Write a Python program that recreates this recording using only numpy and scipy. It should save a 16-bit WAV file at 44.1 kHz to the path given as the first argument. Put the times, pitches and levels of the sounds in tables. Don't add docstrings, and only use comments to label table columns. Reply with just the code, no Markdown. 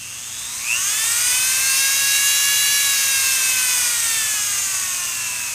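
import sys
import numpy as np
from scipy import signal
from scipy.fft import rfft, irfft
from scipy.io import wavfile
from scipy.ndimage import uniform_filter1d

SR = 44100
rng = np.random.default_rng(int(sys.argv[2]) if len(sys.argv) > 2 else 0)


def digitize_waveform(pressure):
    field = np.atleast_2d(pressure).T
    bounded = np.clip(field, -1, 1)
    quanta = np.round(bounded * 32767).astype(np.int16)
    wavfile.write(sys.argv[1], SR, quanta)


N = 244478
TIME = np.arange(N) / SR
FULL_HZ = 560
CHOP_HZ = 120


def gain_of(db):
    return 10 ** (np.asarray(db) / 20)


def evened(x):
    return x / np.sqrt(np.mean(x ** 2) + 1e-20)


def read(points, hz):
    f, value = np.transpose(points)
    return np.interp(np.log(hz + 1), np.log(f + 1), value)


def course(points):
    seconds, value = np.transpose(points)
    return np.interp(TIME, seconds, value)


def noise(points):
    hz = np.fft.rfftfreq(N, 1 / SR)
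    spectrum = rfft(rng.standard_normal(N)) * gain_of(read(points, hz))
    return evened(irfft(spectrum, N))


def wander(rate_hz):
    hz = np.fft.rfftfreq(N, 1 / SR)
    spectrum = rfft(rng.standard_normal(N)) / (1 + (hz / rate_hz) ** 4)
    return evened(irfft(spectrum, N))


def resonate(x, hz, width_hz):
    b, a = signal.iirpeak(hz, hz / width_hz, fs=SR)
    return signal.lfilter(b, a, x)


def response(resonances, hz):
    grid = np.arange(0, SR, 8)
    power = 0
    for centre, width, db in resonances:
        detuning = 2 * (grid - centre) / width
        power = power + gain_of(db) ** 2 / (1 + detuning ** 2) ** 2
    return np.interp(hz, grid, np.sqrt(power))


def dial():
    # time in seconds, speed in turns per second (Hz).
    speed_course = [(0, 170.7), (.177, 185.6), (.441, 224.2), (.6, 265), (.67, 298), (.76, 356.3),
                    (.93, 424.3), (1.126, 469.2), (1.372, 505.7), (1.641, 531.8), (1.962, 548.4),
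                    (2.301, 559.6), (2.756, 565.9), (3.434, 523.7), (3.746, 498.9), (4.42, 414.8),
                    (4.888, 366), (5.431, 322.5), (5.54, 313.4)]
    return uniform_filter1d(course(speed_course), size=3000, mode="nearest")


def shaft(speed, drift=0.000431, flutter=0.00094):
    hz = speed * (1 + drift * wander(rate_hz=13.9) + flutter * wander(rate_hz=210))
    angle = 2 * np.pi * np.cumsum(hz) / SR
    return hz, angle


def beam(hz):
    # time in seconds, level in dB.
    treble_course = [(0, 3.5), (.8, 2.5), (1.3, .5), (1.75, 0.5), (2.6, -1), (3.3, -1.5), (4, -0.5),
                     (4.7, 1.5), (5.54, -15)]
    beam_hz = 6500
    return gain_of(course(treble_course) / (1 + (beam_hz / hz) ** 4))


def gliding_tone(multiple, hz, angle, db, growth, resonances, shimmer_db, shimmer_hz):
    k = round(multiple)
    level = gain_of(db + shimmer_db * wander(rate_hz=shimmer_hz))
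    strength = response(resonances, k * hz) * beam(k * hz) * (hz / FULL_HZ) ** growth * level
    return np.sqrt(2) * strength * np.sin(k * angle + 2 * np.pi * rng.random())


def whine(hz, angle, shimmer_db=1.5):
    # shaft multiple, relative level in dB at full speed,
    # power of speed that the amplitude grows with.
    whine_tones = [(3, 2.5, 1.75), (4, -1.7, 1.3), (5, -1.2, 2.76), (7, -1.1, 3.35), (18, 0, 1.9)]
    # centre in Hz, width in Hz, level in dB.
    vents = [(1084, 280, -38), (1447, 100, -40), (1775, 376, -29.5), (2320, 550, -34.5), (2623, 480, -26),
             (2970, 350, -26.5), (3500, 330, -30.5), (3894, 350, -28), (6900, 990, -26.4),
             (8650, 1500, -25.5), (10300, 940, -28.5)]
    out = np.zeros(N)
    for multiple, db, growth in whine_tones:
        out += gliding_tone(multiple, hz, angle, db, growth, vents, shimmer_db, shimmer_hz=7)
    return out


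def overtones(hz, angle, low_growth=3.92, high_growth=1.46, shimmer_db=1.5):
    # shaft multiple, relative level in dB at full speed.
    lesser_tones = [(2, 2), (6, 5), (8, 3), (9, 0), (10, 1.9), (11, -1.7), (12, -1.5), (13, -1), (14, -4),
                    (15, -4), (16, 0), (17, 3.7), (19, -1), (20, 0.5), (21, 4), (22, -1), (23, 1), (24, 3),
                    (25, -9), (26, -11), (27, -11), (28, -3), (29, -7), (30, -11), (31, -18), (32, -2),
                    (33, -13), (34, -10), (35, -6), (36, -5)]
    # centre in Hz, width in Hz, level in dB.
    housing = [(600, 280, -43.5), (1033, 217, -43), (2590, 390, -31.5), (2985, 170, -35.5),
               (3581, 310, -32.5), (4260, 500, -36.5), (4545, 110, -34), (4896, 414, -31), (5330, 420, -34),
               (6060, 800, -28), (6410, 150, -27), (6620, 497, -29), (7260, 240, -33), (7430, 1531, -33.5),
               (8500, 850, -31), (9000, 410, -33), (10340, 690, -36), (11500, 1439, -42),
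               (12200, 1202, -43), (12925, 846, -46), (14400, 1400, -40)]
    growths = np.linspace(low_growth, high_growth, len(lesser_tones))
    out = np.zeros(N)
    for (multiple, db), growth in zip(lesser_tones, growths):
        out += gliding_tone(multiple, hz, angle, db, growth, housing, shimmer_db, shimmer_hz=7.9)
    return out


def chopped(hz, wide_open_hz=440):
    duty = np.clip(hz / wide_open_hz, .2, .78)
    phase = TIME * CHOP_HZ % 1
    lump = np.sin(np.pi * np.minimum(phase / duty, 1))
    return np.sqrt(2 / duty) * lump


def current(speed):
    pull_db = -32.5
    doubling_hz_per_s, surge_power = 312, 1.8
    smooth_hz, smooth_power = 447, 8.8
    acceleration = uniform_filter1d(np.gradient(speed) * SR, size=3000)
    surge = 1 + (np.maximum(acceleration, 0) / doubling_hz_per_s) ** surge_power
    return gain_of(pull_db) * surge / (1 + (speed / smooth_hz) ** smooth_power)


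def buzz(angle, drive, uneven_db=-0.8, chatter_db=-8, chatter_hz=2850, chatter_width_hz=900):
    # shaft multiple, relative level in dB.
    slot_tones = [(8, 4.5), (9, -14), (14, -12), (16, -1.5), (18, -14), (24, -15), (32, -11)]
    # centre in Hz, width in Hz, relative level in dB.
    frame = [(2702, 365, -3), (3570, 800, -7), (6560, 750, 2.5), (10400, 600, -6)]
    slots = np.zeros(N)
    for multiple, db in slot_tones:
        level = gain_of(db + uneven_db * wander(rate_hz=150))
        slots += np.sqrt(2) * level * np.sin(round(multiple) * angle)
    chatter = evened(resonate(rng.standard_normal(N), chatter_hz, chatter_width_hz))
    pull = drive * (slots + gain_of(chatter_db) * chatter)
    out = np.zeros(N)
    for centre, width, db in frame:
        once = resonate(pull, centre, width)
        out += gain_of(db) * resonate(once, centre, width)
    return out


def sparks(per_s=140, size=1.1):
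    skips = (rng.random(N) < per_s / SR) * size * rng.random(N)
    decay = np.exp(-1 / 20)
    return 1 + signal.lfilter([1], [1, -decay], skips)


def brushes(hz, angle, lumps, once=0.26, twice=0.19, chop=0.023, flicker_db=.5):
    # frequency in Hz, relative level in dB per Hz.
    brush_spectrum = [(400, -25.5), (750, -18), (1100, -10.5), (2000, -9.5), (4400, -12.5), (5200, -6),
                      (5750, -7.5), (6150, -1.5), (6750, -1), (7150, -5.5), (8100, 0.5), (8900, -3.5),
                      (9600, -11), (10400, -11), (15000, -22)]
    brush_db, peak_hz = -23, 497
    growth, ease = 1.2, 3.4
    ratio = hz / peak_hz
    strength = np.minimum(ratio ** growth, ratio ** -ease)
    turning = 1 + once * np.cos(angle) + twice * np.sin(2 * angle)
    contact = evened(turning * (1 + chop * lumps) * sparks())
    level = gain_of(brush_db + flicker_db * wander(rate_hz=29))
    return level * strength * contact * noise(brush_spectrum)


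def fan(hz, angle, swirl=0.14):
    # frequency in Hz, relative level in dB per Hz.
    air_spectrum = [(200, -38), (380, -23.5), (520, -9.5), (750, -15.5), (1100, -7), (1600, -4), (2400, 5),
                    (3300, 0), (4400, 0), (5500, 0), (6300, 8), (7500, 2.5), (10000, -0.5), (12000, 0.5),
                    (15000, -3)]
    air_db, growth = -21.5, 2.07
    pulsing = evened(1 + swirl * np.cos(angle))
    return gain_of(air_db) * (hz / FULL_HZ) ** growth * pulsing * noise(air_spectrum)


def workshop(x):
    # frequency in Hz, time in seconds to decay by 60 dB.
    decay_times = [(300, 0.95), (2500, 0.21), (12000, 0.32)]
    count, first, spacing = 700, 120, 22
    taps = np.zeros(SR // 2)
    delays = first + spacing * np.arange(count) + rng.integers(0, spacing, count)
    taps[delays] = rng.choice([-1., 1.], count)
    hz, t, bands = signal.stft(taps, SR, nperseg=256)
    decay = gain_of(-60 * t / read(decay_times, hz)[:, None])
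    tail = signal.istft(bands * decay, SR, nperseg=256)[1]
    return signal.fftconvolve(x, tail / np.linalg.norm(tail))[:N]


def background(floor_db=-51):
    # frequency in Hz, relative level in dB per Hz.
    floor_spectrum = [(20, -12), (48, -6), (62, 1), (95, 4), (150, -4.5), (220, -4.5), (330, -11),
                      (700, -18.5), (3000, -26), (15000, -30)]
    # frequency in Hz, rms level in dB.
    hum_tones = [(120, -56), (240, -61.5)]
    hum = np.zeros(N)
    for hz, db in hum_tones:
        hum += np.sqrt(2) * gain_of(db) * np.sin(2 * np.pi * hz * TIME)
    return gain_of(floor_db) * noise(floor_spectrum) + hum


def scene(whine_wet_db=-13, overtone_wet_db=-11, rush_wet_db=-12, buzz_wet_db=-18):
    speed = dial()
    hz, angle = shaft(speed)
    lumps = chopped(hz)
    rush = brushes(hz, angle, lumps) + fan(hz, angle)
    armature = buzz(angle, current(speed) * lumps)
    parts = np.array([whine(hz, angle), overtones(hz, angle), rush, armature])
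    sends = gain_of([whine_wet_db, overtone_wet_db, rush_wet_db, buzz_wet_db])
    room = workshop(sends @ parts)
    mono = parts.sum(axis=0) + room + background()
    return np.tile(mono, (2, 1))


def record(dry):
    edge_hz = 15430
    lowpass = signal.firwin(611, edge_hz, window=("kaiser", 9), fs=SR)
    return signal.oaconvolve(dry, lowpass[None], "same")


dry = scene()
out = record(dry)
digitize_waveform(out)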